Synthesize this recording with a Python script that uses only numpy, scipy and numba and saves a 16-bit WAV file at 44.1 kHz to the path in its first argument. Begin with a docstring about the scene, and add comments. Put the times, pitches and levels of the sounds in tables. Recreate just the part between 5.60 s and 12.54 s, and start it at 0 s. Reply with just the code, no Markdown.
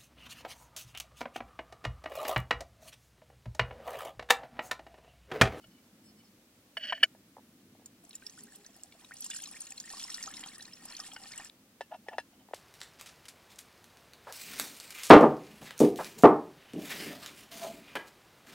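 """Lid, stool and kettle outdoors

A light metal lid is slid and dropped on a plywood stool, water glugs from a bottle into an iron kettle,
and the lid is fitted on the kettle, close to a two-port microphone over a low rumble, hiss and faint hoot.
Metal and wood are modal resonators excited by impact or stick-slip friction; the water is ringing
bubbles and bursts of spray, coloured by the kettle's resonances; the background is shaped noise."""
import sys
import numpy as np
from scipy import signal
from scipy.fft import rfft, irfft
from scipy.io import wavfile
from scipy.ndimage import uniform_filter1d
from numba import njit

SR = 44100
rng = np.random.default_rng(int(sys.argv[2]) if len(sys.argv) > 2 else 0)


def wrap_up_sound(samples):
    """Save the sound to the file named by the first command line argument, as 16-bit audio."""
    columns = np.atleast_2d(samples).T
    # keep every value between -1 and 1, then stretch to whole-number steps
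    tamed = np.clip(columns, -1, 1)
    steps = np.round(tamed * 32767).astype(np.int16)
    wavfile.write(sys.argv[1], SR, steps)


N = 306054

# flow of the poured water: time_s, fizz_db (before fluctuation), gurgle_db (reference relative to the fizz)
STREAM = [(2.42, -80.5, -7.5), (2.55, -65.5, -8), (2.7, -61, -11), (2.9, -65, -6.5), (3.3, -67.5, -6.5),
          (3.52, -65, -4.5), (3.63, -53.5, -10.5), (3.8, -52, -13), (4.15, -57.5, -7), (4.42, -50, -3.5),
          (4.6, -51, -4.5), (4.84, -54, -1.5), (4.98, -59, -0.5), (5.23, -61, -1), (5.3, -54.5, -1),
          (5.62, -58.5, 0), (5.8, -53.5, 0), (5.9, -61.5, 0)]
POUR_START_S, POUR_END_S = STREAM[0][0], STREAM[-1][0]


def undb(db):
    """Amplitude ratio from decibels: twenty decibels make a factor of ten."""
    return 10 ** (np.asarray(db) / 20)


def unit(x):
    """Normalization to unit root-mean-square amplitude."""
    return x / np.sqrt(np.mean(x ** 2))


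def peak(x):
    """Normalization to unit peak amplitude."""
    return x / np.abs(x).max()


def curve(rows):
    """Linear interpolation of a table's columns at every sample."""
    s, *columns = np.transpose(rows)
    return [np.interp(np.arange(N) / SR, s, c) for c in columns]


def colour(x, points):
    """Spectral shaping: gain in decibels is interpolated over log frequency."""
    hz, db = np.transpose(points)
    f = np.fft.rfftfreq(x.shape[-1], 1 / SR) + 1  # 1 Hz offset avoids log of zero
    gain = undb(np.interp(np.log(f), np.log(hz), db))
    return irfft(rfft(x) * gain, x.shape[-1])


def band(x, lo_hz, hi_hz):
    """Band-pass filtering by a Butterworth response."""
    return signal.sosfilt(signal.butter(2, [lo_hz, hi_hz], "bandpass", fs=SR, output="sos"), x)


def highpass(x, hz, order):
    """High-pass filtering by a Butterworth response."""
    return signal.sosfilt(signal.butter(order, hz, "highpass", fs=SR, output="sos"), x)


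def walk(rate):
    """Random fluctuation: normal levels held for 1 / rate seconds, smoothed by a moving average."""
    k = int(SR / rate)
    return uniform_filter1d(np.repeat(rng.standard_normal(N // k + 1), k), k)[:N]


def add(out, s, x, pan_db=0.):
    """Superposition of a short sound on both channels, with a level difference left minus right."""
    i = int(s * SR)
    x = x[:N - i]
    out[:, i:i + len(x)] += x * undb([[pan_db / 2], [-pan_db / 2]])


def mode(x, hz, t60):
    """Damped resonance: a complex pole driven by x, decaying by 60 dB in t60 seconds."""
    p = np.exp(2j * np.pi * hz / SR - np.log(1000) / (t60 * SR))
    return signal.lfilter([1], [1, -p], x).imag


def clear(x, hz, t60):
    """Selective resonance: band-passing first steepens the skirts, so the gaps between modes stay dark."""
    width = 1.08
    return mode(band(x, hz / width, hz * width), hz, t60)


@njit
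def grains(out, start, hz, t60, rise, size, sr):
    """Free damped oscillation: decaying sines whose pitch glides by rise octaves a second."""
    for k in range(len(start)):
        n, phase, f, g = int(t60[k] * sr), 0., hz[k], size[k]
        climb, fade = 2 ** (rise[k] / sr), 1000 ** (-1 / max(n, 1))
        for i in range(min(n, len(out) - start[k])):
            phase += 2 * np.pi * min(f, .45 * sr) / sr
            out[start[k] + i] += g * np.sin(phase)
            f, g = f * climb, g * fade
    return out


def struck(modes):
    """Impact excitation weights a mode by its struck level."""
    return [(hz, struck_db, t60) for hz, struck_db, t60, _ in modes]


def rubbed(modes):
    """Friction excitation weights a mode by its rubbed level."""
    return [(hz, rubbed_db, t60) for hz, _, t60, rubbed_db in modes]


def blows(table, modes, crack_db, clatter_s, scatter_db, detune, focus):
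    """Impact excitation: a short rattling push drives the modes; harder blows ring brighter."""
    out, t = np.zeros((2, N)), np.arange(SR // 7) / SR
    for s, db, hard, ms, pan in table:
        push = rng.standard_normal(len(t)) * np.exp(-t * 1000 / max(ms, .1))
        push = band(push, 350, 16000)
        # each blow lands elsewhere: mode levels and pitches scatter
        where, shift = rng.standard_normal((2, len(modes))) * [[scatter_db], [detune]]
        ring = np.zeros(len(t))
        for (f, g, d), w, k in zip(modes, where, shift):
            focused_push = mode(push, f, focus * d)
            partial = peak(mode(focused_push, f * (1 + k), d))
            ring += undb(g + w + hard * np.log2(f / 1000)) * partial
        ring = highpass(ring, 400, 4)  # small bodies radiate little below this
        clatter = rng.standard_normal(len(t)) * 1000 ** (-t / clatter_s)
        clatter = band(clatter, 500, np.clip(3500 * 2 ** (hard / 6), 800, 9000))
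        clatter_gain = undb(crack_db + 1.2 * min(hard, 0))
        add(out, s, undb(db) * (peak(ring) + clatter_gain * peak(clatter)), pan)
    return out


def strokes(rows, swell, ease, t):
    """Friction envelope: pressure rises, holds and eases, in shares of each stroke; also the tone column."""
    gain, tone = np.zeros(len(t)), np.zeros(len(t))
    for s, length, db, stroke_tone in rows:
        done = (t - s) / length
        gain += undb(db) * np.clip(np.minimum(done / swell, (1 - done) / ease), 0, 1) ** 2
        tone[done >= 0] = stroke_tone
    return gain, tone


def slide(rows, modes, slips, catch_db, pan_db, swell, ease, favour_db=0):
    """Stick-slip friction: uneven tiny catches, coming in bursts, ring the modes."""
    out, t = np.zeros((2, N)), np.arange(rows[0][0], rows[-1][0] + rows[-1][1] + .15, 1 / SR)
    gain, tone = strokes(rows, swell, ease, t)
    slipping = rng.random(len(t)) < slips / SR
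    catches = slipping * rng.standard_normal(len(t)) * undb(catch_db * walk(90)[:len(t)])
    catches = band(catches, 490, 11000)
    steady_ring = sum(undb(g) * clear(catches, f, d) for f, g, d in modes)
    force = catches * gain / np.sqrt(np.mean(steady_ring ** 2))

    def tilt_db(f):
        """Spectral weighting: about a favoured pitch in Hz, or by hardness in dB per octave."""
        return -favour_db * np.abs(np.log2(f / tone)) if favour_db else tone * np.log2(f / 2000)

    x = sum(undb(g) * clear(force * undb(tilt_db(f)), f, d) for f, g, d in modes)
    add(out, t[0], x, pan_db)
    return out


def air():
    """Spatial coherence: a wavering distant rumble is alike at both ports, a thin hiss partly differs."""
    # noise spectrum before the rumble band is replaced: frequency_hz, density_db (relative)
    air_spectrum = [(12, -61), (20, -24.5), (102, -8), (151, -10.5), (217, -1), (330, -6), (380, -13.5),
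                    (532, -12), (685, -16), (1010, -20), (1130, -19), (1340, -20), (6270, -25.5),
                    (13400, -28), (16300, -27.5)]
    # rumble before its wavering: time_s, level_db
    rumble_levels = [(0, -64.5), (.62, -62), (.93, -67), (1.3, -67.5), (1.55, -61), (2.2, -61),
                     (2.5, -65.5), (4.05, -66.5), (4.6, -63), (6.11, -66), (6.94, -64.5)]
    mid, side = colour(rng.standard_normal((2, N)), air_spectrum)
    scale = undb(-64) / np.sqrt(np.mean(mid ** 2))  # sets the whole mid noise, rumble band included
    low = band(mid, 90, 447.5)
    rumble = unit(low) * undb(curve(rumble_levels)[0] + 2.4 * walk(34))
    side = highpass(side, 1500, 2)  # the ports hear nearly the same below this
    return rumble + scale * (mid - low + side * np.array([[1], [-1]]))


def hoots():
    """Harmonic tone: a soft fundamental with a weak octave, perhaps a far dove."""
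    # hoots: start_s, length_s, level_db (peak of the fundamental), pitch_hz
    hoot_notes = [(2.628, 0.092, -66.5, 409), (2.77, 0.15, -64.5, 409), (2.957, 0.087, -62.5, 408.5)]
    out = np.zeros((2, N))
    for s, length, db, hz in hoot_notes:
        t = np.arange(int(length * SR)) / SR
        note = np.sin(2 * np.pi * hz * t) + 0.28 * np.sin(2 * np.pi * 2 * hz * t)
        add(out, s, undb(db) * np.sin(np.pi * t / length) * note)
    return out


def handling():
    """Free decay: each small thump or tick is a single dying ring."""
    # thumps and ticks: start_s, level_db, pitch_hz, t60_s
    small_knocks = [(.04, -54.5, 1400, 0.032), (.043, -56, 640, .04), (.06, -55, 110, .1),
                    (.085, -54, 200, 0.055), (.071, -53, 8400, .012), (.333, -63, 8300, .012),
                    (.517, -62, 700, .025), (.636, -60, 800, .02)]
    s, db, hz, t60 = np.transpose(small_knocks)
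    return grains(np.zeros(N), (s * SR).astype(np.int64), hz, t60, 0 * hz, undb(db), float(SR))


def carried_lid():
    """Modal resonance of a lid held by its rattling knob: it rings freely near a favoured pitch."""
    # lid hung by its knob: frequency_hz, level_db (relative), t60_s
    held_modes = [(2300, -7, 0.0564), (2980, -3, 0.05), (4440, -9, 0.09), (5260, -8.5, 0.11),
                  (8050, -7, 0.12)]
    # rattles of the knob: start_s, length_s, level_db (before the pitch weighting), favoured_hz
    rattles = [(.0, .07, -63, 3500), (.09, .085, -65, 3800), (.16, .035, -64, 2600), (.22, .035, -65, 4400),
               (.405, .075, -61, 8000), (.46, .05, -61, 5400), (.55, .075, -61, 6500),
               (.593, .02, -69, 3000), (.62, .07, -66, 5300)]
    # favour_db: loss per octave away from the favoured pitch
    return slide(rattles, held_modes, 5000, 1.2, -.6, swell=0.25, ease=0.27, favour_db=15)


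def lid_on_stool():
    """Modal excitation: sliding and dropping ring the lid's modes, and two blows those of the stool."""
    # lid on the stool: frequency_hz, struck_db, t60_s, rubbed_db (levels relative)
    lid_modes = [(610, -18, .03, -10), (658, -12, 0.058, -19), (1500, -14, 0.048, -16), (1680, -6, .03, -8),
                 (1767, 1.5, .033, -6), (1890, -4, .022, -3), (2050, -11, .025, -13),
                 (2210, -6, 0.041, -18), (2340, -9, 0.033, -12), (2790, -12, .03, -22), (2975, 4, 0.03, 2),
                 (3070, -1, .025, -2), (3190, -8, .025, -12), (3900, -28, .035, -28),
                 (4400, -20, .025, -20), (4480, -15, .027, -15), (5050, -30, .03, -30),
                 (5360, -17, .03, -22), (5840, -30.5, .025, -28), (6270, -30, .025, -30),
                 (6490, -34, .06, -35.5), (8300, -21, .015, -31), (10490, -19, .025, -36)]
    # blows: start_s, level_db, hardness_db_per_octave, push_decay_ms, left_minus_right_db
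    lid_hits = [(.042, -48.5, 4, 2.5, 2), (1.169, -24, 0, 2, 0), (1.176, -34.5, 4, 2, -9),
                (1.232, -41, -1, 2.5, 0), (1.244, -36, 4, 1.5, 0), (1.254, -34, 6, 0.97, 3),
                (1.27, -32, 5, 1.5, 0), (1.281, -34, 1, 1.2, 2), (1.297, -40, 2, 1.2, 2),
                (1.31, -36, 1, 1.2, 0), (1.3235, -23.5, 0, 0.45, 0), (1.327, -20.5, -3.7, 1.3, 1.4),
                (1.378, -38.5, -0.4, 1.3, 0.2), (1.4286, -21, 2, .7, 0.5), (1.4299, -14.5, 3, 0.69, 0),
                (1.4323, -5, 2, 0.61, -0.5), (1.435, -12, 6, 0.57, -1), (1.4415, -22, 5, 1.4, -1.3)]
    # rubbing: start_s, length_s, level_db (before the hardness tilt), hardness_db_per_octave
    lid_rubs = [(1.18, .05, -47, 0), (1.212, .06, -38.5, 2), (1.255, .066, -39, 1), (1.33, .055, -47, 1),
                (1.38, 0.053, -53, -1)]
    # plywood stool: frequency_hz, level_db (relative), t60_s
    stool_modes = [(870, -3, .016), (1030, 0.5, 0.017), (1300, -6, .012)]
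    # blows on the stool: same columns as the lid's blows; decays under 0.1 ms act as 0.1 ms
    stool_hits = [(1.3235, -23, 0.0045, 0.46, -1), (1.327, -30, 0, 0.71, 0)]
    cut_s = 1.461  # the sound of lid and stool is cut off abruptly here
    hit = blows(lid_hits, struck(lid_modes), -29, 0.025, 1.6, .004, focus=.25)
    rub = slide(lid_rubs, rubbed(lid_modes), 6000, 3.0, -1.5, swell=.35, ease=0.23)
    stool = blows(stool_hits, stool_modes, -20, .015, 1.5, .015, focus=.15)
    return (hit + rub + stool) * (np.arange(N) < cut_s * SR)


def knocks_and_kettle_lid():
    """Shared modes: small dull knocks, then the lid knocked and rubbed on the kettle, ring one set."""
    # modes of the kettle with its lid on the rim: frequency_hz, struck_db, t60_s, rubbed_db (levels relative)
    kettle_modes = [(470, -12, .012, -20), (1100, -3, .012, -18), (575, -6.5, 0.042, -12), (653, 0, .03, 4),
                    (757, 5, 0.025, 7), (850.7, 1, .038, 4), (945, -2, .045, -3), (1240, -10, 0.036, -12),
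                    (1430, -10, .05, -12), (1725, -1, .06, -13), (1850, -3, 0.038, -12),
                    (2200, -9, 0.023, -11), (2400, -16, 0.044, -18), (2720, -13, .1, -13),
                    (2930, -12, .055, -11), (3090, -19, .07, -14), (3450, -15, .05, -18),
                    (3750, -15, .04, -18), (4130, -24, .1, -30), (4500, -23, .05, -26),
                    (5000, -19, .06, -28), (5380, -28, .08, -28), (5700, -17, .06, -26),
                    (6500, -23, .05, -30), (8500, -15, 0.055, -30)]
    # small knocks before and during the pour, then blows of the lid on the kettle after it:
    # start_s, level_db, hardness_db_per_octave, push_decay_ms, left_minus_right_db
    knocks = [(1.549, -49, -7.5, 0.7, -2.0), (1.767, -41, -12, 0.8, -0.5), (1.782, -45, -12, 0.8, -1.0),
              (1.793, -49, -12, 0.7, -2), (2.151, -52, -11, 0.64, 1.0), (2.196, -54, -6, 0.85, -0.5),
              (2.22, -53, -6, 0.62, -1), (3.339, -55, 2, 0.61, 3), (6.208, -26, 0, 0.52, 1),
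              (6.214, -36, 4, 0.92, -2), (6.342, -48, 3, .8, 1), (6.357, -54, 8, .8, 1),
              (6.4845, -27.5, -.5, .8, 2), (6.532, -40, -3, .8, 2), (6.5825, -20, 0, 0.3, 2),
              (6.598, -40, 6, .8, 2), (6.887, -47, -7, 0.7, 3), (6.91, -44, -15, 0.79, 2.0),
              (6.935, -26, -3.5, 0.68, 1.5)]
    # rubbing on the rim: start_s, length_s, level_db (before the tilt), hardness_db_per_octave
    rim_rubs = [(6.3, .03, -48, -5), (6.322, .033, -44, -4), (6.445, .04, -63, -4), (6.468, .02, -58, 4),
                (6.495, .03, -54, -2), (6.512, .036, -45, -3), (6.55, 0.02, -60, -2), (6.7, .06, -62, 4),
                (6.76, 0.085, -63, 3)]
    hit = blows(knocks, struck(kettle_modes), -10, 0.035, 2.5, 0.0126, focus=.05)
    rub = slide(rim_rubs, rubbed(kettle_modes), 6000, 1.5, 0.94, swell=0.4, ease=0.4)
    return hit + rub


def swarm(rate, lo_hz, hi_hz, cycles, spread_db, rise):
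    """Random superposition: many small bubbles ring at chance moments; a few are much larger."""
    at, pitch, big = rng.random((int(N * rate / SR), 3)).T
    hz = lo_hz * (hi_hz / lo_hz) ** pitch
    size = undb(np.minimum(-spread_db * np.log(1 - big), 3 * spread_db))
    start = (at * N).astype(np.int64)
    return grains(np.zeros(N), start, hz, cycles / hz, rise * hz / 1000, size, float(SR))


def chance_events(level_db, spread_db, lo_hz, hi_hz, count):
    """Random events whose strength follows the flow: (s, level dB, Hz, a spare chance 0-1)."""
    at, size, pitch, spare = rng.random((count, 4)).T
    at = POUR_START_S + at * (POUR_END_S - POUR_START_S)
    db = level_db[(at * SR).astype(int)] - spread_db * size
    return at, db, lo_hz * (hi_hz / lo_hz) ** pitch, spare


def slaps(fizz_db, count=6):
    """Resonant excitation: each burst of spray shakes one main bubble and a scatter of others."""
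    # slaps at set times, loud and faint: start_s, level_db (before the mix of ring and spray), ring_hz
    set_slaps = [(2.2587, -31, 7150), (2.4383, -43, 10700), (2.4498, -42.5, 7750), (2.4922, -40, 9100),
                 (2.5082, -38.5, 4170), (2.5303, -41, 3860), (2.552, -28, 7260), (2.6653, -28, 5540),
                 (2.6962, -35, 6300), (2.789, -39.5, 7470), (2.807, -38.5, 7130), (2.835, -35, 10640),
                 (2.9217, -44.5, 8000), (3.0455, -42, 4600), (3.1641, -43.5, 10600), (2.957, -36, 9950),
                 (3.063, -34, 6150), (3.2343, -28, 7600), (3.3226, -43.5, 3640), (3.446, -39.5, 3790),
                 (3.5375, -36, 9000), (3.5682, -37, 6300), (3.606, -26, 10520), (3.6213, -29.5, 6020),
                 (3.6431, -24, 8950), (3.6625, -28.5, 7540), (3.7014, -26.5, 7030), (3.7113, -29.5, 3490),
                 (3.733, -37, 2790), (3.746, -33, 8500), (3.786, -34, 9300), (3.7635, -25, 7160),
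                 (3.8011, -38, 3320), (3.82, -30, 9400), (3.873, -35, 6900), (4.381, -35, 4630),
                 (4.495, -35, 6000), (3.838, -26, 7000), (3.8568, -32, 4020), (3.9119, -32.5, 9300),
                 (4.004, -26, 8650), (4.0167, -30.5, 6880), (4.069, -36.5, 7000), (4.105, -30.5, 7800),
                 (4.121, -31, 7200), (4.1776, -31.5, 4260), (4.2004, -24, 7000), (4.293, -33, 5760),
                 (4.3024, -32, 5980), (4.3257, -34.5, 5330), (4.3694, -33, 5500), (4.3958, -27.5, 5800),
                 (4.4368, -28, 5530), (4.5006, -27, 5540), (4.543, -23, 5780), (4.572, -33, 8060),
                 (4.626, -25, 6300), (4.638, -29, 5750), (4.658, -32, 5400), (4.671, -32, 6500),
                 (4.712, -36, 7900), (4.809, -33, 7500), (4.859, -35, 9000), (4.871, -35, 6500),
                 (4.884, -37, 4400), (4.7386, -31, 3650), (4.768, -32.5, 5490), (4.794, -34.5, 7000),
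                 (4.8366, -31, 3210), (4.9815, -35, 9380), (5.007, -36, 3950), (5.024, -36.5, 5340),
                 (5.053, -37, 4430), (5.1327, -36, 5460), (5.253, -33, 9700), (5.285, -37, 5500),
                 (5.3, -37, 5500), (5.349, -33, 4300), (5.391, -35, 6500), (5.534, -35, 7500),
                 (5.322, -36.5, 4280), (5.366, -29, 6120), (5.4, -26, 5270), (5.5165, -37.5, 3200),
                 (5.5422, -36.5, 5500), (5.563, -35, 2980), (5.636, -35.5, 4480), (5.718, -30.5, 5150),
                 (5.7587, -36, 9100), (5.7773, -24, 7900), (5.847, -30.5, 7800), (5.8973, -35.5, 3600)]
    out, t = np.zeros((2, N)), np.arange(SR // 12) / SR
    s, db, hz, _ = chance_events(fizz_db + 16, 12, 2800, 11040, count=200)
    sag_oct_per_s = .15  # chance slaps ring deeper as the kettle fills
    chance_slaps = np.transpose([s, db, hz * 2 ** (-sag_oct_per_s * (s - POUR_START_S))])
    for s, db, hz in np.vstack([set_slaps, chance_slaps]):
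        t60 = max(.023 + .0004 * (db + 35), .012)  # seconds; stronger slaps spray longer
        spray = rng.standard_normal(len(t)) * 1000 ** (-t / t60) * np.minimum(t / 0.0001, 1)
        spray = band(spray, hz / 1.15, min(hz * 3.0, 15000))
        others_hz = np.clip(hz * 2 ** (0.51 * rng.standard_normal(count)), 2500, 14000)
        main = mode(spray, hz, .8 * t60)
        others = sum(mode(spray, f, .45 * t60) for f in others_hz)
        ring = main + 0.35 * others
        pan_db = 2 * rng.standard_normal()
        add(out, s, undb(db) * (0.68 * peak(ring) + 0.5 * peak(spray)), pan_db)
    return out


def bubbles(gurgle_db):
    """Bubble resonance: bubbles ring at set and chance times; many chance ones take the hollow's notes."""
    # bubbles at set times, loud and faint: start_s, level_db (before the bowl), pitch_hz, rise_octaves_per_s
    set_bubbles = [(2.44, -61.5, 670, 4), (2.472, -60, 830, 8), (2.54, -53, 2600, -2),
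                   (2.542, -60, 1840, 3), (2.622, -55, 2430, 2), (2.642, -61, 1830, 8),
                   (2.686, -59, 1820, 5), (2.737, -59, 2420, 6), (2.884, -57, 1830, 4),
                   (3.064, -58, 1900, 2), (3.09, -61, 670, 2), (3.165, -62.5, 760, 4),
                   (3.186, -60.5, 640, 3), (3.196, -58, 2880, 2), (3.245, -62, 700, 4), (3.35, -57, 673, 2),
                   (3.422, -59, 1950, 10), (3.44, -56, 990, 4), (2.624, -49.5, 1545, 4),
                   (2.777, -50, 1380, 22), (2.79, -53.5, 1850, 8), (2.871, -59, 1550, 10),
                   (3.051, -56.5, 1590, 31), (2.922, -55, 1690, 12), (3.323, -52, 2230, 7),
                   (3.423, -56, 940, 7), (3.51, -41.5, 1396, 36), (3.519, -41, 1820, 40),
                   (3.662, -52.5, 1000, 10), (3.701, -45, 1540, 12), (3.714, -44, 2600, 29),
                   (3.734, -47, 1870, -2), (3.747, -48, 1500, 14), (3.764, -50, 1370, 35),
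                   (3.79, -49, 1650, -5), (3.874, -51.5, 1100, 14), (3.944, -48, 1850, 0),
                   (3.961, -45, 2060, 36), (4.119, -52, 1834, -2), (4.24, -50, 1790, 5),
                   (4.278, -45.5, 1900, 27), (4.302, -47, 1815, 3), (4.336, -41, 1060, 10),
                   (4.339, -48, 850, 27), (4.862, -47, 850, 10), (5.391, -54, 743, 0),
                   (5.394, -48, 1530, -5), (5.562, -45, 2150, 0), (4.371, -48, 1090, 15),
                   (4.451, -50, 975, 12), (4.483, -44, 2030, 0), (4.5, -43, 1900, 4), (4.581, -40, 1910, 0),
                   (4.607, -44, 2120, 8), (4.638, -44, 1840, 5), (4.677, -36, 1250, 8),
                   (4.778, -44, 2070, -4), (4.832, -43.5, 1960, 6), (4.861, -47, 1220, 39),
                   (4.998, -48, 1650, 43), (5.08, -50.5, 1830, 9), (5.333, -48, 1820, 28),
                   (5.399, -43.5, 1230, 3), (5.515, -52, 1310, 0), (5.532, -49.5, 790, 27),
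                   (5.564, -40, 1487, 3), (5.566, -44.5, 870, 1), (5.736, -40, 2090, 18),
                   (5.783, -45, 2650, 38), (5.797, -45.5, 826, -0.5), (5.8, -43, 1830, 1)]
    # notes of the kettle's hollow: pitch_hz (centre of a small random scatter)
    hollow_notes = (816, 1862, 1857)
    s, db, hz, spare = chance_events(gurgle_db + 7, 8, 782, 2900, count=240)
    note = rng.choice(hollow_notes, len(s)) * (1 + 0.035 * rng.standard_normal(len(s)))
    sings = spare < .5  # share of chance bubbles on the hollow's notes
    rise = np.where(sings, 2, 20 * spare)  # octaves a second
    chance_bubbles = np.transpose([s, db, np.where(sings, note, hz), rise])
    s, db, hz, rise = np.transpose(np.vstack([set_bubbles, chance_bubbles]))
    t60 = 0.038 * (hz / 1500) ** -.3  # seconds; deeper bubbles ring longer
    return grains(np.zeros(N), (s * SR).astype(np.int64), hz, t60, rise, undb(db), float(SR))


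def stream():
    """Source and resonator: fizz and gurgle follow the flow, and all of the water rings the bowl."""
    # kettle wall and air: frequency_hz, width_hz, level_db (relative)
    bowl_modes = [(801, 43, 12.5), (1641, 17, -15.5), (1875, 33, 11.5), (2870, 16, 15), (3220, 15, 8.5),
                  (3470, 40, 6.5), (4560, 110, 6), (5500, 45, 6), (5800, 33, -4), (6600, 82, -15.5),
                  (8270, 38, 10.5)]
    # fizz spectrum: frequency_hz, density_db (relative)
    fizz_spectrum = [(1290, -20), (2200, -18.5), (4900, -5), (5630, 0), (6210, -7), (7080, 2.5), (10200, 1),
                     (11800, -9), (15500, -15)]
    fizz_db, gurgle_db = curve(STREAM)
    t = np.arange(N) / SR
    pouring = (t > POUR_START_S) & (t < POUR_END_S)

    # droplets: a shared part, and a part that reaches each port by its own path
    shared, left, right = (unit(swarm(1000, 2390, 13020, 100.0, 4.2, 1.2)) for _ in range(3))
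    droplets = shared + undb(-2) * np.array([left, right])
    # even rush under the droplets: a shared part and one that each port has alone
    rush = rng.standard_normal(N) + rng.standard_normal((2, N))
    fizz = unit(colour(droplets + undb(-8) * rush, fizz_spectrum))
    fizz = fizz * undb(fizz_db + 3.9 * walk(60) + 1.6 * walk(12))

    slosh = undb(-3) * unit(band(rng.standard_normal(N), 700, 4500))  # churning water
    gurgle = unit(swarm(1500, 900, 3610, 30.0, 2.5, 7.5)) + slosh
    gurgle = gurgle * undb(fizz_db + gurgle_db - 8.5 + 3.0 * walk(24))

    water = (fizz + gurgle) * pouring + bubbles(fizz_db + gurgle_db) + slaps(fizz_db)
    bowl = np.zeros((2, N))
    for f, width, db in bowl_modes:
        resonance = mode(water, f, np.log(1000) / (np.pi * width))
        bowl += undb(db) * 2 * np.pi * width / SR * resonance
    # few droplets are small enough to ring above 13.5 kHz
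    low_pass = signal.butter(4, 13500, fs=SR, output="sos")
    heard = signal.sosfilt(low_pass, undb(0.5) * water + undb(-8.5) * bowl)
    return heard * (t < POUR_END_S)


def scene():
    """Superposition of near and far sources, with an arrival-time difference for the near ones."""
    left, right = carried_lid() + handling() + lid_on_stool() + knocks_and_kettle_lid() + stream()
    # everything near reaches the left port first, by two samples
    near = np.array([left, np.roll(right, 2)])
    return near + air() + hoots()


def record(dry):
    """Band limitation: a steep elliptic low-pass cuts the top above 16 kHz."""
    return signal.sosfilt(signal.ellip(10, .2, 80, 16000, fs=SR, output="sos"), dry)


dry = scene()
out = record(dry)
wrap_up_sound(out)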